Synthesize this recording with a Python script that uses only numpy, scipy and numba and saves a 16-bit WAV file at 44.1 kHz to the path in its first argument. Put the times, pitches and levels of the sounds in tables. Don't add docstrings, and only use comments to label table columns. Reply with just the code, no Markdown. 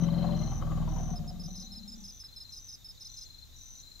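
import sys
import numpy as np
from scipy import signal
from scipy.fft import rfft, irfft
from scipy.io import wavfile
from scipy.ndimage import uniform_filter1d
from numba import njit

SR = 44100
rng = np.random.default_rng(int(sys.argv[2]) if len(sys.argv) > 2 else 0)


def put_to_file(sound):
    columns = np.atleast_2d(sound).T
    safe = np.clip(columns, -1, 1)
    whole_steps = np.round(safe * 32767)
    wavfile.write(sys.argv[1], SR, whole_steps.astype(np.int16))


N = 176400
T = np.arange(N) / SR


def undb(db):
    return 10 ** (np.asarray(db) / 20)


def curve(rows, column=1):
    rows = np.array(rows, float)
    return np.interp(T, rows[:, 0], rows[:, column])


def unit(x):
    return x / np.sqrt(np.mean(x ** 2))


def even(x):
    power = uniform_filter1d(uniform_filter1d(x ** 2, 4400), 2200)
    return x / np.sqrt(power + 1e-14)


def noise():
    return rng.standard_normal(N)


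def walk(rate_hz):
    span = max(int(SR / rate_hz), 2)
    return unit(uniform_filter1d(uniform_filter1d(noise(), span), span))


def phase(hz):
    return 2 * np.pi * np.cumsum(hz) / SR


def by_frequency(points):
    hz, values = np.array(points, float).T
    bins_hz = np.arange(N // 2 + 1) * SR / N
    return np.interp(np.log(bins_hz + .00068), np.log(hz), values)


def colour(x, points):
    return irfft(rfft(x) * undb(by_frequency(points)), N)


@njit
def svf(x, hz, width_hz):
    out, band, low = np.empty(len(x)), 0., 0.
    for i in range(len(x)):
        g, damping = np.tan(np.pi * hz[i] / SR), width_hz / hz[i]
        v = (band + g * (x[i] + 1e-18 - low)) / (1 + g * (g + damping))
        band, low = 2 * v - band, low + 2 * g * v
        out[i] = damping * v
    return out


def ring(x, hz, width_hz):
    return svf(x, hz * np.ones(N), float(width_hz))


def steep(x, hz, width_hz):
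    return ring(ring(x, hz, width_hz), hz, width_hz)


def add(out, start_s, sound):
    index = int(start_s * SR) + np.arange(len(sound))
    inside = (index >= 0) & (index < N)
    out[index[inside]] += sound[inside]


def place(x, pan_db, wet_db, t60_s=.72):
    t = T[:SR // 2]
    tail = rng.standard_normal((2, len(t))) * undb(-60 * t / t60_s) * (t > .002)
    tail /= np.sqrt(np.sum(tail ** 2, axis=1, keepdims=True))
    scatter = signal.fftconvolve(x[None], tail, axes=1)[:, :N]
    sides = undb(np.array([[pan_db], [-pan_db]]) / 2)
    return (x + undb(wet_db) * scatter) * sides / sides.mean()


def lag_right(pair):
    return np.array([pair[0], np.roll(pair[1], 1)])


# time_s, pitch_hz
FOLD_PITCH = [(0, 42.4), (.13, 42.1), (.23, 43.5), (.38, 41.0), (.62, 39.4), (.76, 39.8), (1.0, 38.6),
              (1.12, 37.0), (1.3, 34.6), (1.55, 32.4), (1.75, 29.8), (2.2, 29)]
# time_s, roughness_ratio
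FOLD_ROUGHNESS = [(0, .04), (.3, .06), (.5, .14), (.75, .05), (1.0, .07), (1.2, .25), (1.4, .5), (2.1, .6)]


def elephant():
    cycles = np.cumsum(curve(FOLD_PITCH)) / SR
    rough = curve(FOLD_ROUGHNESS)
    fade = curve([(2.1, .83), (2.25, 0)])
    return (chest(cycles, rough) + throat(fold_beats(cycles, rough), rough) + rasp(cycles, rough)) * fade


def fold_beats(cycles, rough, weak_gain=.44):
    beat = np.arange(int(cycles[-1]))
    jitter, shimmer = rng.standard_normal((len(beat), 2)).T
    beat_s = np.interp(beat, cycles, T)
    spread = np.interp(beat_s, T, rough)
    index = np.clip((beat_s + .004 * spread * jitter) * SR, 0, N - 1).astype(int)
    strength = np.where(beat % 2, 1, weak_gain) * undb(-16 * spread * shimmer)
    return np.bincount(index, strength, N)


# time_s, fundamental_rel_db, overtones_rel_db
CHEST_LEVELS = [(0, -37.5, -50), (.4, -34, -46), (.94, -29.5, -45.5), (1.3, -40, -52.5), (1.62, -46, -66),
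                (1.82, -53, -64), (2.04, -49.5, -73.5), (2.2, -64, -60.5)]
# pitch_ratio, offset_db, pan_db
CHEST_FUNDAMENTAL = [(.5, -16, -7), (1, 0, -8)]
# pitch_ratio, offset_db, pan_db
CHEST_OVERTONES = [(1.5, -3, 0), (2, 8, -13.5), (2.5, 3.5, 27), (3, 5.5, 20)]


def chest(cycles, rough):
    out = 0
    for column, partials in (1, CHEST_FUNDAMENTAL), (2, CHEST_OVERTONES):
        level_db = curve(CHEST_LEVELS, column)
        for ratio, offset_db, pan_db in partials:
            tone = -np.cos(2 * np.pi * ratio * (cycles + .18 * rough * walk(24)))
            gain = undb(level_db + offset_db + 2 * rough * walk(11))
            out += place(tone * gain, pan_db, wet_db=-58)
    return out


# time_s, rel_db
THROAT_LEVEL = [(0, -24.5), (.1, -26.5), (.36, -29.5), (.44, -33), (.6, -37), (.8, -32), (.94, -37.5),
                (1.14, -36), (1.33, -43), (1.45, -41), (1.69, -51.5), (1.85, -49), (2.06, -53), (2.17, -77)]
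# time_s, centre_hz
THROAT_CENTRE = [(0, 167.4), (.22, 163.6), (.38, 165.3), (.48, 139.8), (.57, 131), (.68, 155.4),
                 (1.0, 163.9), (1.25, 162.6), (1.36, 173.7), (1.57, 180.6), (1.7, 203), (2.1, 209.4)]


def throat(beats, rough):
    hz = curve(THROAT_CENTRE)
    drive = even(beats) + rough * noise()
    lower = ring(ring(drive, hz, width_hz=37.5), hz, width_hz=54)
    upper = undb(-3) * steep(drive, hz=217.4, width_hz=13.9)
    sung = 2.6 * rough * np.sin(phase(hz + 16 * walk(57.8)))
    voice = even(even(lower + upper) + sung) * undb(curve(THROAT_LEVEL))
    return place(voice, pan_db=11, wet_db=-15)


# time_s, rel_db
RASP_LOW_LEVEL = [(0, -49), (.24, -44.5), (.46, -50.5), (.95, -50), (2.1, -83)]
# time_s, rel_db
RASP_MID_LEVEL = [(0, -72), (.3, -51), (.65, -54.5), (1.12, -51), (1.62, -70), (2.06, -77.5), (2.12, -90)]
# time_s, rel_db
MOUTH_LEVEL = [(0, -50.5), (.42, -58.5), (.7, -46), (1.25, -66.5), (2.1, -91)]
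# time_s, low_hz, mid_hz
TRUNK_CENTRES = [(0, 574, 850), (.24, 549, 748), (.44, 600, 766), (.54, 597.4, 790), (.72, 547, 806),
                 (.84, 609, 855), (1.0, 661, 729), (1.3, 565, 719), (1.55, 575.4, 740), (2.06, 568, 842)]
# time_s, centre_hz
MOUTH_CENTRE = [(0, 1152), (.27, 1064), (.6, 1163), (.75, 1167), (.95, 988), (1.2, 1170)]
# freq_hz, gain_db
RASP_SPECTRUM = [(150, 2.5), (280, 8.5), (400, -3.5), (700, -1), (1250, -10), (2200, -22), (3400, -18),
                 (8000, -37)]


def rasp(cycles, rough):
    turns = cycles / 2 - .92 + .0594 * walk(19.3)
    puffs = np.exp(1.3 * (np.cos(2 * np.pi * turns) - 1))
    flow = (.38 + puffs) * undb(2 * walk(59))
    slaps = np.diff(np.floor(turns), prepend=np.floor(turns[0]))
    drive = unit(flow * noise()) + .43 * unit(slaps)
    low = even(steep(drive, curve(TRUNK_CENTRES), 53)) * undb(curve(RASP_LOW_LEVEL) - 3.5)
    mid_db = curve(RASP_MID_LEVEL) - 2.5 + 9.4 * rough * walk(28)
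    mid = even(steep(drive, curve(TRUNK_CENTRES, column=2), 45)) * undb(mid_db)
    mouth = even(steep(drive, curve(MOUTH_CENTRE), 161)) * undb(curve(MOUTH_LEVEL) - 3)
    resonant = low + mid + mouth + nasal_hiss(flow) + trunk_note(flow) + growls()
    effort_db = uniform_filter1d(curve(RASP_LOW_LEVEL), size=11000)
    broad = unit(colour(flow ** .31 * noise(), RASP_SPECTRUM)) * undb(effort_db + 2.5)
    return place(resonant, pan_db=7, wet_db=-7, t60_s=.2) + place(broad, pan_db=9, wet_db=-3, t60_s=.12)


# start_s, resonance_hz, peak_rel_db
GROWLS = [(0.24, 750, -33), (0.287, 985, -42.5), (0.332, 1103, -49), (.517, 771, -40), (0.618, 1208, -43),
          (0.669, 1165, -48), (0.719, 1199, -49), (.772, 1120, -59), (0.871, 964, -44.5),
          (0.959, 972, -41.5), (0.991, 710, -39), (1.097, 719, -41.5)]


def growls(rise_s=.0065, waver_hz=50, splash_db=-11):
    out = 0
    for start_s, hz, db in GROWLS:
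        age = np.maximum(T - start_s, 0) / rise_s
        tone = np.sin(phase(hz + waver_hz * walk(395)))
        splash = undb(splash_db) * unit(steep(noise(), hz, width_hz=710))
        out += undb(db) * age * np.exp(1 - age) * (tone + splash)
    return out


# time_s, pitch_hz, rel_db
TRUNK_NOTE = [(0, 544, -58), (.06, 557, -43.5), (.2, 570, -48), (.25, 579.6, -37.5), (.33, 585, -39),
              (.39, 595, -43.5), (.445, 615, -40.5), (.49, 630, -75), (.6, 625, -120)]


def trunk_note(flow):
    tone = np.sin(phase(curve(TRUNK_NOTE) + 4 * walk(60.6)))
    return tone * flow ** .9 * undb(curve(TRUNK_NOTE, column=2))


# time_s, rel_db
NASAL_LEVEL = [(0, -56.5), (.3, -58), (.7, -64), (1.2, -71.5), (2.1, -85)]


def nasal_hiss(flow):
    hiss = flow ** 2 * noise()
    bands = steep(hiss, hz=2046, width_hz=188) + 1.8 * steep(hiss, hz=3090, width_hz=190)
    return even(bands) * undb(curve(NASAL_LEVEL) - 2.5)


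# start_s, stroke_count
CHIRPS = [(1.1582, 1), (1.2776, 1), (1.3973, 2), (1.5566, 2), (1.7187, 2), (1.8781, 2), (2.0405, 2),
          (2.2004, 2), (2.363, 2), (2.523, 2), (2.6856, 2), (2.846, 2), (3.0088, 2), (3.17, 2)]
# time_s, pitch_hz
CHIRP_PITCH = [(0, 5057), (.009, 5160), (.019, 5150), (.032, 4950)]


def near_cricket(lengths_s=(.034, .037), period_s=.041, octave_db=-17.5):
    out = np.zeros(N)
    for start_s, strokes in CHIRPS:
        for k, length_s in enumerate(lengths_s[:strokes]):
            t = T[:int(length_s * SR)]
            envelope = np.clip(t / .0025, 0, 1) * np.clip((length_s - t) / .0077, 0, 1) * undb(-50 * t)
            angle = phase(curve(CHIRP_PITCH)[:len(t)] + 8 * rng.standard_normal())
            note = envelope * np.sin(angle) + undb(octave_db) * envelope ** 3 * np.sin(2 * angle)
            add(out, start_s + k * period_s - .002, undb(-44) * note)
    flicker = undb(.5 * walk(250))
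    return lag_right(place(out * flicker, pan_db=-2, wet_db=-16, t60_s=.2))


# start_s, stroke_count, rel_db
HIGH_TRILLS = [(-.175, 10, -39.5), (.3685, 10, -39), (.892, 11, -39.5), (1.437, 10, -39), (1.959, 11, -42),
               (2.504, 11, -40.5), (3.000, 11, -40.5), (3.565, 11, -40)]
# from_accent_s, bend_hz, offset_db
HIGH_STROKE = [(-.006, 124, -18), (-.003, 115, -14.5), (0, 13, -1.5), (.003, -150, -10.5),
               (.006, -170, -7.5), (.009, 23, -11.5), (0.015, 24, -14), (0.016, -60, -20)]
# start_s, stroke_count, rel_db
LOW_TRILLS = [(.067, 11, -43.5), (1.508, 9, -44.5), (2.250, 8, -44), (2.979, 12, -44.5), (3.755, 7, -44.5)]
# from_accent_s, bend_hz, offset_db
LOW_STROKE = [(-.013, 163, -32), (-.005, 60, -6.5), (0, -4, -0.5), (.006, -75, -10.5), (0.016, -170, -22)]


def trilling_crickets():
    high = trills(HIGH_TRILLS, HIGH_STROKE, hz=6060, period_s=.0237, settle_s=.041, flat_hz=130)
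    low = trills(LOW_TRILLS, LOW_STROKE, hz=4130, period_s=.0411, settle_s=.051, flat_hz=78)
    high = place(high, pan_db=4, wet_db=-8.5, t60_s=.16)
    low = place(low, pan_db=6, wet_db=-3.5, t60_s=.2)
    return lag_right(high + low)


def trills(rows, stroke, hz, period_s, settle_s, flat_hz, soft_db=-7.5):
    out = np.zeros(N)
    times_s, bend_hz, offset_db = np.array(stroke).T
    t = np.arange(times_s[0], times_s[-1], 1 / SR)
    for start_s, strokes, db in rows:
        for k, (detune, vary) in enumerate(rng.standard_normal((strokes, 2))):
            onset = np.exp(-k * period_s / settle_s)
            pitch_hz = hz - flat_hz * onset + np.interp(t, times_s, bend_hz) + 10 * detune
            level_db = db + soft_db * onset + .5 * vary + np.interp(t, times_s, offset_db)
            add(out, start_s + k * period_s + t[0], undb(level_db) * np.sin(phase(pitch_hz) + vary))
    return out


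# time_s, centre_hz
FAR_LOW_CENTRE = [(0, 3800), (1.85, 3690), (2.0, 3481), (2.2, 3500), (2.5, 3780), (3.3, 3537), (4, 3930)]
# time_s, rel_db
FAR_LOW_LEVEL = [(0, -63.5), (3.3, -61), (4, -64)]
# time_s, rel_db
FAR_MID_LEVEL = [(0, -53.5), (.8, -62), (1.3, -61.5), (2, -62.5), (2.8, -59.5), (3.5, -57), (4, -56)]
# time_s, rel_db
FAR_HIGH_LEVEL = [(0, -68), (.3, -63), (2.04, -62), (2.34, -68.5), (3.3, -64.5), (3.55, -62), (4, -59.5)]


def far_insects():
    def band(levels, hz, width_hz, flutter_db):
        chorus = steep(noise(), hz, width_hz) * undb(flutter_db * walk(45))
        return unit(chorus) * undb(curve(levels) - 13)

    low = band(FAR_LOW_LEVEL, curve(FAR_LOW_CENTRE), width_hz=90, flutter_db=3)
    mid = band(FAR_MID_LEVEL, hz=3966, width_hz=220, flutter_db=5.5)
    high = band(FAR_HIGH_LEVEL, hz=6800, width_hz=700, flutter_db=4)
    return place(low + mid + high, pan_db=3.5, wet_db=6.5)


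# middle_s, rel_db
BUZZES = [(1.97, -61), (2.55, -62), (3.17, -58.5), (3.9, -58.5)]


def far_buzzes(centre_hz=7300, rise_hz_per_s=2500, width_hz=1000, half_length_s=.11):
    out = 0
    for middle_s, db in BUZZES:
        progress = (T - middle_s) / half_length_s
        hz = centre_hz + rise_hz_per_s * half_length_s * np.tanh(progress)
        buzz = unit(steep(steep(noise(), hz, width_hz), hz, width_hz))
        out += buzz * undb(db - 13) * np.exp(-progress ** 4)
    return place(out, pan_db=1, wet_db=-1.5, t60_s=.08)


# start_s, centre_hz, level_db
TWIGS = [(2.237, 1560, -58), (2.95, 4540, -54)]


def twigs(decay_s=.0034):
    out = 0
    for start_s, hz, db in TWIGS:
        envelope = (T > start_s) * np.exp(-np.abs(T - start_s) / decay_s)
        out += unit(steep(noise(), hz, width_hz=920)) * undb(db) * envelope
    return place(out, pan_db=3, wet_db=-1)


def low_hum(middle_s=3.49, half_length_s=.14):
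    swell = np.exp(-((T - middle_s) / half_length_s) ** 2)
    return even(steep(noise(), hz=68.6, width_hz=27)) * undb(-58) * swell


# freq_hz, gain_db
AIR_SPECTRUM = [(12, -72), (20, 5.5), (80, -10), (98, -4), (129, -11), (361, -26), (427, -28.5),
                (1740, -32), (3000, -32.5), (3900, -22), (4700, -29), (6000, -23.5), (8000, -35.5),
                (10500, -40.5), (12500, -28), (14500, -35.5), (16000, -35.5)]
# freq_hz, correlation_ratio
AIR_CORRELATION = [(400, 0), (8000, 0.56)]


def air(mid_db=-57.5):
    correlation = by_frequency(AIR_CORRELATION)
    side_gain = np.sqrt((1 - correlation) / (1 + correlation))
    mid = colour(noise(), AIR_SPECTRUM)
    side = irfft(rfft(colour(noise(), AIR_SPECTRUM)) * side_gain, N)
    return np.array([mid + side, mid - side]) * undb(mid_db) / mid.std()


def scene():
    calls = elephant() + near_cricket() + trilling_crickets() + far_insects() + far_buzzes()
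    return calls + twigs() + low_hum() + air()


def record(dry):
    return signal.sosfilt(signal.ellip(10, .2, 80, 15600, fs=SR, output="sos"), dry)


dry = scene()
out = record(dry)
put_to_file(out)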